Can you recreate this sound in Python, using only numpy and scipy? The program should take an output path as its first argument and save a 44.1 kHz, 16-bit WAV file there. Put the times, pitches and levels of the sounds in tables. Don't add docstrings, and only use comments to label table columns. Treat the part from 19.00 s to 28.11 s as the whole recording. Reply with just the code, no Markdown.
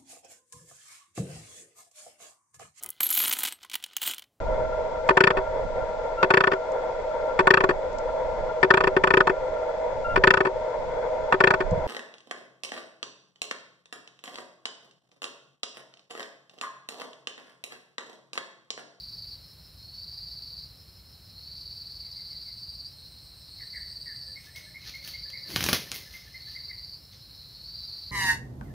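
import sys
import numpy as np
from scipy import signal
from scipy.fft import rfft, irfft, next_fast_len
from scipy.io import wavfile
from scipy.ndimage import uniform_filter1d, map_coordinates

SR = 44100
rng = np.random.default_rng(int(sys.argv[2]) if len(sys.argv) > 2 else 0)


def log_audio(samples):
    frames = np.atleast_2d(samples).T
    limited = np.clip(frames, -1, 1)
    pcm = np.round(limited * 32767).astype(np.int16)
    wavfile.write(sys.argv[1], SR, pcm)


N = 401751
T = np.arange(N) / SR


def amp(db):
    return 10 ** (np.asarray(db) / 20)


def unit(x):
    return x / np.sqrt(np.mean(x ** 2) + 1e-20)


def along(points, hz):
    freqs, values = np.transpose(points)
    return np.interp(np.log(hz + 1), np.log(freqs + 1), values)


def wobble(rate):
    knots = rng.standard_normal(int(N * rate / SR) + 4)
    fine = np.arange(4 * len(knots)) / 4
    return np.interp(T * rate, fine, map_coordinates(knots, [fine]))


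def filtered(x, response):
    size = next_fast_len(N + 8192)
    return irfft(rfft(x, size) * response(np.fft.rfftfreq(size, 1 / SR)), size)[..., :N]


def noise(spectrum):
    size = next_fast_len(N, real=True)
    colour = amp(along(spectrum, np.fft.rfftfreq(size, 1 / SR)))
    return unit(irfft(rfft(rng.standard_normal(size)) * colour, size)[:N])


def add(track, start_s, sound):
    start = max(round(start_s * SR), 0)
    part = track[start:start + len(sound)]
    part += sound[:len(part)]


def swell(start, end, attack, growth, release):
    onset_db = -attack * np.maximum(start - T, 0)
    return amp(onset_db - growth * np.maximum(end - T, 0) - release * np.maximum(T - end, 0))


def series(start_s, gap_s, change_s, count):
    k = np.arange(count)
    return start_s + gap_s * k + change_s * k ** 2 / 2


# freq_hz, t60_s
GROVE_DECAY = [(100, 0.32), (600, 0.29), (2000, 0.54), (5000, 0.57), (12000, 0.32)]


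def grove(x, reach):
    hz, t, bands = signal.stft(rng.standard_normal(SR), SR, nperseg=256)
    t60 = reach * along(GROVE_DECAY, hz)[:, None]
    onset = 1 - np.exp(-t / 0.002)
    tail = signal.istft(bands * amp(-60 * t / t60) * onset, SR, nperseg=256)[1]
    return signal.fftconvolve(x, tail / np.linalg.norm(tail))[:len(x)]


# freq_hz, level_db
RUMBLE_SPECTRUM = [(20, -56), (30, -40), (40, -9.5), (56, 3.5), (80, -0.5), (115, -2.5), (170, -7),
                   (215, -18), (300, -19.5), (420, -29), (600, -33), (1100, -77)]
# freq_hz, level_db
HISS_SPECTRUM = [(300, -4), (500, -0.5), (1000, -4.5), (2000, -7.5), (3200, -7.5), (6000, -20),
                 (7500, -5.5), (10000, -9), (13000, -9), (15500, -9.5)]


def background(rumble_db=-54.5, hiss_db=-62):
    return amp(rumble_db) * noise(RUMBLE_SPECTRUM) + amp(hiss_db) * noise(HISS_SPECTRUM)


# freq_hz, level_db
SIDE_SPECTRUM = [(50, -10), (130, -14), (220, 4), (1000, 3.5), (3000, -1.5), (4400, -33), (7000, 10),
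                 (9000, 10), (15500, -3.5)]


def side_hiss(level_db=-70):
    side = amp(level_db) * noise(SIDE_SPECTRUM)
    return np.array([side, -side])


# first_stroke_s, end_s, starting_strokes_per_s
INSECT_PHRASES = [(-.416, .36, 22.07), (.849, 1.66, 21.14), (2.385, 3.88, 21.17), (4.531, 5.36, 20.88),
                  (5.963, 6.56, 21.73), (7.37, 7.97, 21.6), (8.563, 9.2, 21.75)]
# freq_hz, level_db
RASP_SPECTRUM = [(3400, -57), (3750, -30), (3980, -8.5), (4300, 5), (4600, 4), (4800, 0.5), (4950, -51),
                 (5300, -13), (5600, -29), (6100, -21.5), (6600, -34)]
# centre_hz, width_hz, level_db
LEAF_RESONANCES = [(4040, 55, -8), (4044, 27, 6.5), (4030, 35, -23), (4210, 30, -23), (4460, 14, -21),
                   (4500, 14, 8.5), (4710, 20, -12.5), (4680, 13, 4.5), (4780, 14, 12.5)]


def near_insect(level_db=-45, carrier_hz=4640, sweep_hz=150, waver_hz=75, rasp_db=-1.5, wet_db=-11):
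    attack, release, anchor = 0.5, 0.11, 0.7
    dip_db, slowing_hz_per_s = -12, 2
    warm_up_s, cold_db, cold_drop_hz = 0.19, -4, 340
    gain, drive, pitch = np.zeros(N), np.zeros(N), np.full(N, float(carrier_hz))
    for first, end, rate in INSECT_PHRASES:
        on = (T > first - anchor / rate) & (T < end)
        age = T[on] - first
        stroke = (age * rate - slowing_hz_per_s * age ** 2 / 2 + anchor) % 1
        cold = np.clip(1 - age / warm_up_s, 0, 1)
        rise = np.minimum(stroke / attack, 1) * np.minimum((1 - stroke) / release, 1)
        gain[on] = amp(level_db + dip_db * (1 - rise) + cold_db * cold)
        drive[on] = 1 - 0.5 * cold
        pitch[on] += sweep_hz * drive[on] * (stroke - anchor) - cold_drop_hz * cold
    pitch += waver_hz * drive * wobble(500)
    tone = np.sqrt(2) * np.sin(2 * np.pi * np.cumsum(pitch) / SR)
    catching = amp(1.76 * wobble(550))
    buzz = gain * unit(catching * (tone + amp(rasp_db) * drive * noise(RASP_SPECTRUM)))
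    hz = np.arange(3000, 6000, 4)
    leaves = sum(amp(db) * 1j * hz * width / (centre ** 2 - hz ** 2 + 1j * hz * width)
                 for centre, width, db in LEAF_RESONANCES)
    ringing = filtered(buzz, lambda f: 1 + amp(-2) * np.interp(f, hz, leaves))
    return ringing + amp(wet_db) * grove(buzz, reach=0.74)


# freq_hz, level_db
CHORUS_SPECTRUM = [(3300, -29), (3650, -21), (3950, -2.5), (4200, 2.5), (4450, -4), (4800, -12.5),
                   (5500, -20), (6300, -36)]
# freq_hz, level_db
THROB_SPECTRUM = [(4600, -32), (4950, 0.5), (5200, 5), (5400, 3.5), (5600, -12.5), (6000, -16),
                  (6500, -24.5)]


def far_insects(chorus_db=-56.5, growth_db_per_s=0.17, join_db=3, throb_db=-60.5, throb_hz=6.1):
    calling = sum(1.0 * ((T > first) & (T < end)) for first, end, _ in INSECT_PHRASES)
    joined = uniform_filter1d(calling, int(0.46 * SR))
    crowd = amp(chorus_db + growth_db_per_s * T + join_db * joined + 2.24 * wobble(4.13))
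    lone_call = amp(-53.5) * np.exp(-((T - 4.03) / 0.049) ** 2)
    flicker = amp(1.24 * wobble(40))
    chorus = flicker * np.hypot(crowd, lone_call) * noise(CHORUS_SPECTRUM)
    throb = np.cos(2 * np.pi * (throb_hz * T + 0.13 * wobble(2.14)))
    return chorus + amp(throb_db + 2.5 * throb + wobble(60)) * noise(THROB_SPECTRUM)


# freq_hz, level_db
CRICKET_SPECTRUM = [(7700, -41), (8100, -0.5), (8500, -3), (8650, -14), (9000, -10), (9300, -37)]


def cricket(full_db=-59, full_at_s=4.76, growth_db_per_s=5.5, half_chirp_s=0.054, pulse_hz=117):
    times = series(start_s=2.605, gap_s=0.1432, change_s=-0.00086, count=24)
    chirps = sum(np.exp(-np.abs((T - s) / half_chirp_s) ** 2.4) for s in times)
    gain = amp(full_db - growth_db_per_s * np.maximum(full_at_s - T, 0))
    pulses = 1 + 0.5 * np.sin(2 * np.pi * pulse_hz * T)
    return gain * chirps * unit(noise(CRICKET_SPECTRUM) * pulses)


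# middle_s, length_s, pitch_hz, fall_hz, level_db
BIRD_SLURS = [(3.06, .08, 2150, 300, -64.5), (3.188, 0.079, 2120, 302, -61), (3.333, .085, 2100, 300, -61),
              (3.492, 0.085, 2100, 300, -59.5), (4.622, 0.081, 1917, 565, -48),
              (4.762, .073, 1875, 574, -41), (5.098, .085, 1786, 374, -41),
              (7.712, 0.043, 2083, 220, -42.5)]
# freq_hz, gain_db
BIRD_THROAT = [(1400, -31), (1600, -11), (1720, -2.5), (1900, -6.5), (2050, -0.5), (2220, -5.5), (2320, -8),
               (2600, -7)]


def bird_notes(run_start_s=5.378, low_lead_s=0.0813, sag_hz_per_s=51.2, fade_db_per_s=1.1):
    notes = [(s, length, hz, fall, 0, db) for s, length, hz, fall, db in BIRD_SLURS]
    for s in series(run_start_s, gap_s=0.1905, change_s=0.00156, count=12):
        age = s - run_start_s
        low_pip = (s - low_lead_s, 0.045, 1768, 0, 111, -50.5)
        high_pip = (s, 0.042, 2207 - sag_hz_per_s * age, 0, 155, -39 - fade_db_per_s * age)
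        notes += [low_pip, high_pip]
    return notes


def bird(waver_hz=30, hoarse_db=3.5, trim_db=0.5, echo_db=-9.5, blur_db=-9):
    song, waver, grit = np.zeros(N), waver_hz * wobble(400), wobble(800)
    for middle, length, hz, fall, arch, db in bird_notes():
        u = np.linspace(-1, 1, int(length * SR))
        now = slice(int(middle * SR), int(middle * SR) + len(u))
        phase = 2 * np.pi * np.cumsum(hz - fall * u / 2 - arch * u ** 2 + waver[now]) / SR
        breaking = 0.23 + abs(fall) / 1000
        voice = (np.sin(phase) + breaking * grit[now] * np.cos(phase)) / np.hypot(1, breaking)
        add(song, middle - length / 2, amp(db + trim_db) * (1 - u ** 2) * voice)
    song *= amp(hoarse_db * wobble(250))
    sway = amp(echo_db) + amp(blur_db) * wobble(600)
    answer = grove(song * sway, reach=1.25)
    return filtered(song + answer, lambda hz: amp(along(BIRD_THROAT, hz)))


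# start_s, end_s, pitch_hz, level_db
CROW_SYLLABLES = [(5.22, 5.33, 530, -62.5), (5.5, 5.76, 625, -71), (5.9, 7.1, 551, -66)]


def far_crow(wet_db=-3, waver_hz=16, edge_s=0.067):
    call, waver = np.zeros(N), waver_hz * wobble(130)
    for start, end, hz, db in CROW_SYLLABLES:
        gain = amp(db) * np.clip(np.minimum(T - start, end - T) / edge_s, 0, 1)
        call += gain * np.sqrt(2) * np.sin(2 * np.pi * np.cumsum(hz + waver) / SR)
    return amp(wet_db) * grove(call, reach=0.78)


# peak_s, level_db, rise_s, crispness_db
FOOT_SCUFFS = [(5.46, -50, 0.04, 1), (5.561, -39, 0.0023, 1.5), (5.884, -40.5, .036, -4),
               (5.95, -55, .007, 10), (6.045, -46, 0.015, -1), (6.082, -41.5, .018, 6.5),
               (6.95, -39, 0.0073, 9.5), (7.14, -46.5, .015, 1.5), (7.24, -54, .01, -19),
               (8.13, -53, 0.012, -9)]
# freq_hz, level_db
SOIL_SPECTRUM = [(150, 0), (500, -14), (900, -25), (1500, -8), (2800, -3.5), (4500, 4), (6200, -2),
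                 (7600, -23.5), (10000, -40)]
# freq_hz, level_db
DRY_LEAF_SPECTRUM = [(6500, -8), (8000, -10), (9500, -2.5), (12000, -2.5), (15500, -3)]


def scuffs(t60_s=0.17, tread_db=-60, soil_db=-3, leaf_db=-10, grain_db=5, wet_db=-4):
    treading = swell(6.5, 7.5, attack=120, growth=0, release=120)
    soil = amp(tread_db + 3 * wobble(20)) * treading
    leaves = soil * amp(3.5)
    t = np.arange(-SR // 10, SR // 2) / SR
    for peak, db, rise, crispness in FOOT_SCUFFS:
        force = amp(db - 60 * np.maximum(t, 0) / t60_s) * np.exp(np.minimum(t, 0) / abs(rise))
        add(soil, peak + t[0], force)
        add(leaves, peak + t[0], force * amp(crispness))
    grain = unit(amp(grain_db * wobble(900)))
    scrape = amp(soil_db) * soil * noise(SOIL_SPECTRUM)
    crunch = amp(leaf_db) * leaves * noise(DRY_LEAF_SPECTRUM)
    crackle = grain * (scrape + crunch)
    return crackle + amp(wet_db) * grove(crackle, reach=0.97)


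# time_s, level_db, snap_hz, crack_db, crack_t60_s
SNAPS_AND_CLAPS = [(6.302, -34, 4500, -8.5, .012), (6.5613, -8.5, 2880, -14.5, 0.028),
                   (6.6072, -18, 2350, -9, 0.033), (6.6272, -22, 2620, -5, .024), (6.6407, -8, 4800, -12, .008),
                   (6.6632, -19.5, 5000, -2, 0.022), (6.688, -10, 1960, -10.5, 0.042),
                   (6.7152, -32, 3500, -12, 0.011), (6.7302, -8, 3000, -8.5, .042),
                   (6.7445, -24, 2500, -0.5, 0.064), (6.9174, -13, 4900, -20, 0.013),
                   (6.9245, -36.5, 4800, -2, 0.021), (6.9612, -30, 5050, 0, 0.0066)]
# freq_hz, level_db
FEATHER_SPECTRUM = [(150, -18), (300, -2), (450, 2), (850, -9), (1150, -8.5), (1500, -8.5), (2700, -3),
                    (4000, -2.5), (5600, -2), (6600, -9.5), (7750, -20), (9300, -11.5), (11300, -9),
                    (15500, -15)]
# pitch_hz, t60_s, level_db
CUP_MODES = [(254, 0.021, 4), (663, 0.018, -1), (1150, 0.041, -3)]


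def wing_claps(thump_db=-14, full_wing_t60_s=0.036, bounce_s=0.00123, bounce_gain=0.24, wet_db=-5):
    track, t = np.zeros(N), np.arange(SR // 2) / SR
    lead_s = 0.002
    age = np.maximum(t - lead_s, 0)
    quills = noise(FEATHER_SPECTRUM)
    cup = sum(amp(db - 60 * age / t60) * np.sin(2 * np.pi * hz * age) for hz, t60, db in CUP_MODES)
    for k, (s, db, snap_hz, crack_db, t60) in enumerate(SNAPS_AND_CLAPS):
        u = 2 * np.pi * snap_hz * (t - lead_s)
        snap = -u * np.exp((1 - u ** 2) / 2)
        fresh_quills = np.roll(quills, k * len(t))[:len(t)]
        crack = amp(crack_db - 60 * age / t60) * (t > lead_s) * fresh_quills
        thump = amp(thump_db + 10 * min(np.log2(t60 / full_wing_t60_s), 0)) * cup
        slap = snap + crack + bounce_gain * np.interp(t - bounce_s, t, snap)
        scatter = amp(wet_db) * grove(slap + 0.66 * thump, reach=0.44)
        add(track, s - lead_s, amp(db) * (slap + thump + scatter))
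    return track


# start_s, end_s, air_db, feather_db
WING_FLURRIES = [(6.506, 6.762, -34, -36.5), (6.929, 6.948, -51, -55)]
# freq_hz, level_db
AIR_SPECTRUM = [(25, -23), (60, 4.5), (100, 6.5), (160, 4.5), (240, 0.5), (340, -1.5), (450, -20),
                (600, -29), (1000, -20)]


def wingbeats(air_lead_s=0.06, grain_db=2.5, wet_db=-19):
    air, feathers = np.zeros(N), np.zeros(N)
    for start, end, air_db, feather_db in WING_FLURRIES:
        air_peak = max(end - air_lead_s, start)
        air += amp(air_db) * swell(start, air_peak, attack=400, growth=47, release=142)
        feathers += amp(feather_db) * swell(start, end, attack=400, growth=35, release=122)
    brush = feathers * unit(noise(FEATHER_SPECTRUM) * amp(grain_db * wobble(500)))
    return air * noise(AIR_SPECTRUM) + brush + amp(wet_db) * grove(brush, reach=1.2)


def scene():
    ambience = background() + near_insect() + far_insects() + cricket() + bird() + far_crow()
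    return ambience + side_hiss() + wing_claps() + wingbeats() + scuffs()


# freq_hz, gain_db
MIC_RESPONSE = [(20, -16), (45, -0.5), (6600, 1), (7700, -7), (9000, -1), (15000, 3.5)]


def record(dry):
    limit_hz = 15650
    return filtered(dry, lambda hz: amp(along(MIC_RESPONSE, hz)) * (hz < limit_hz))


dry = scene()
out = record(dry)
log_audio(out)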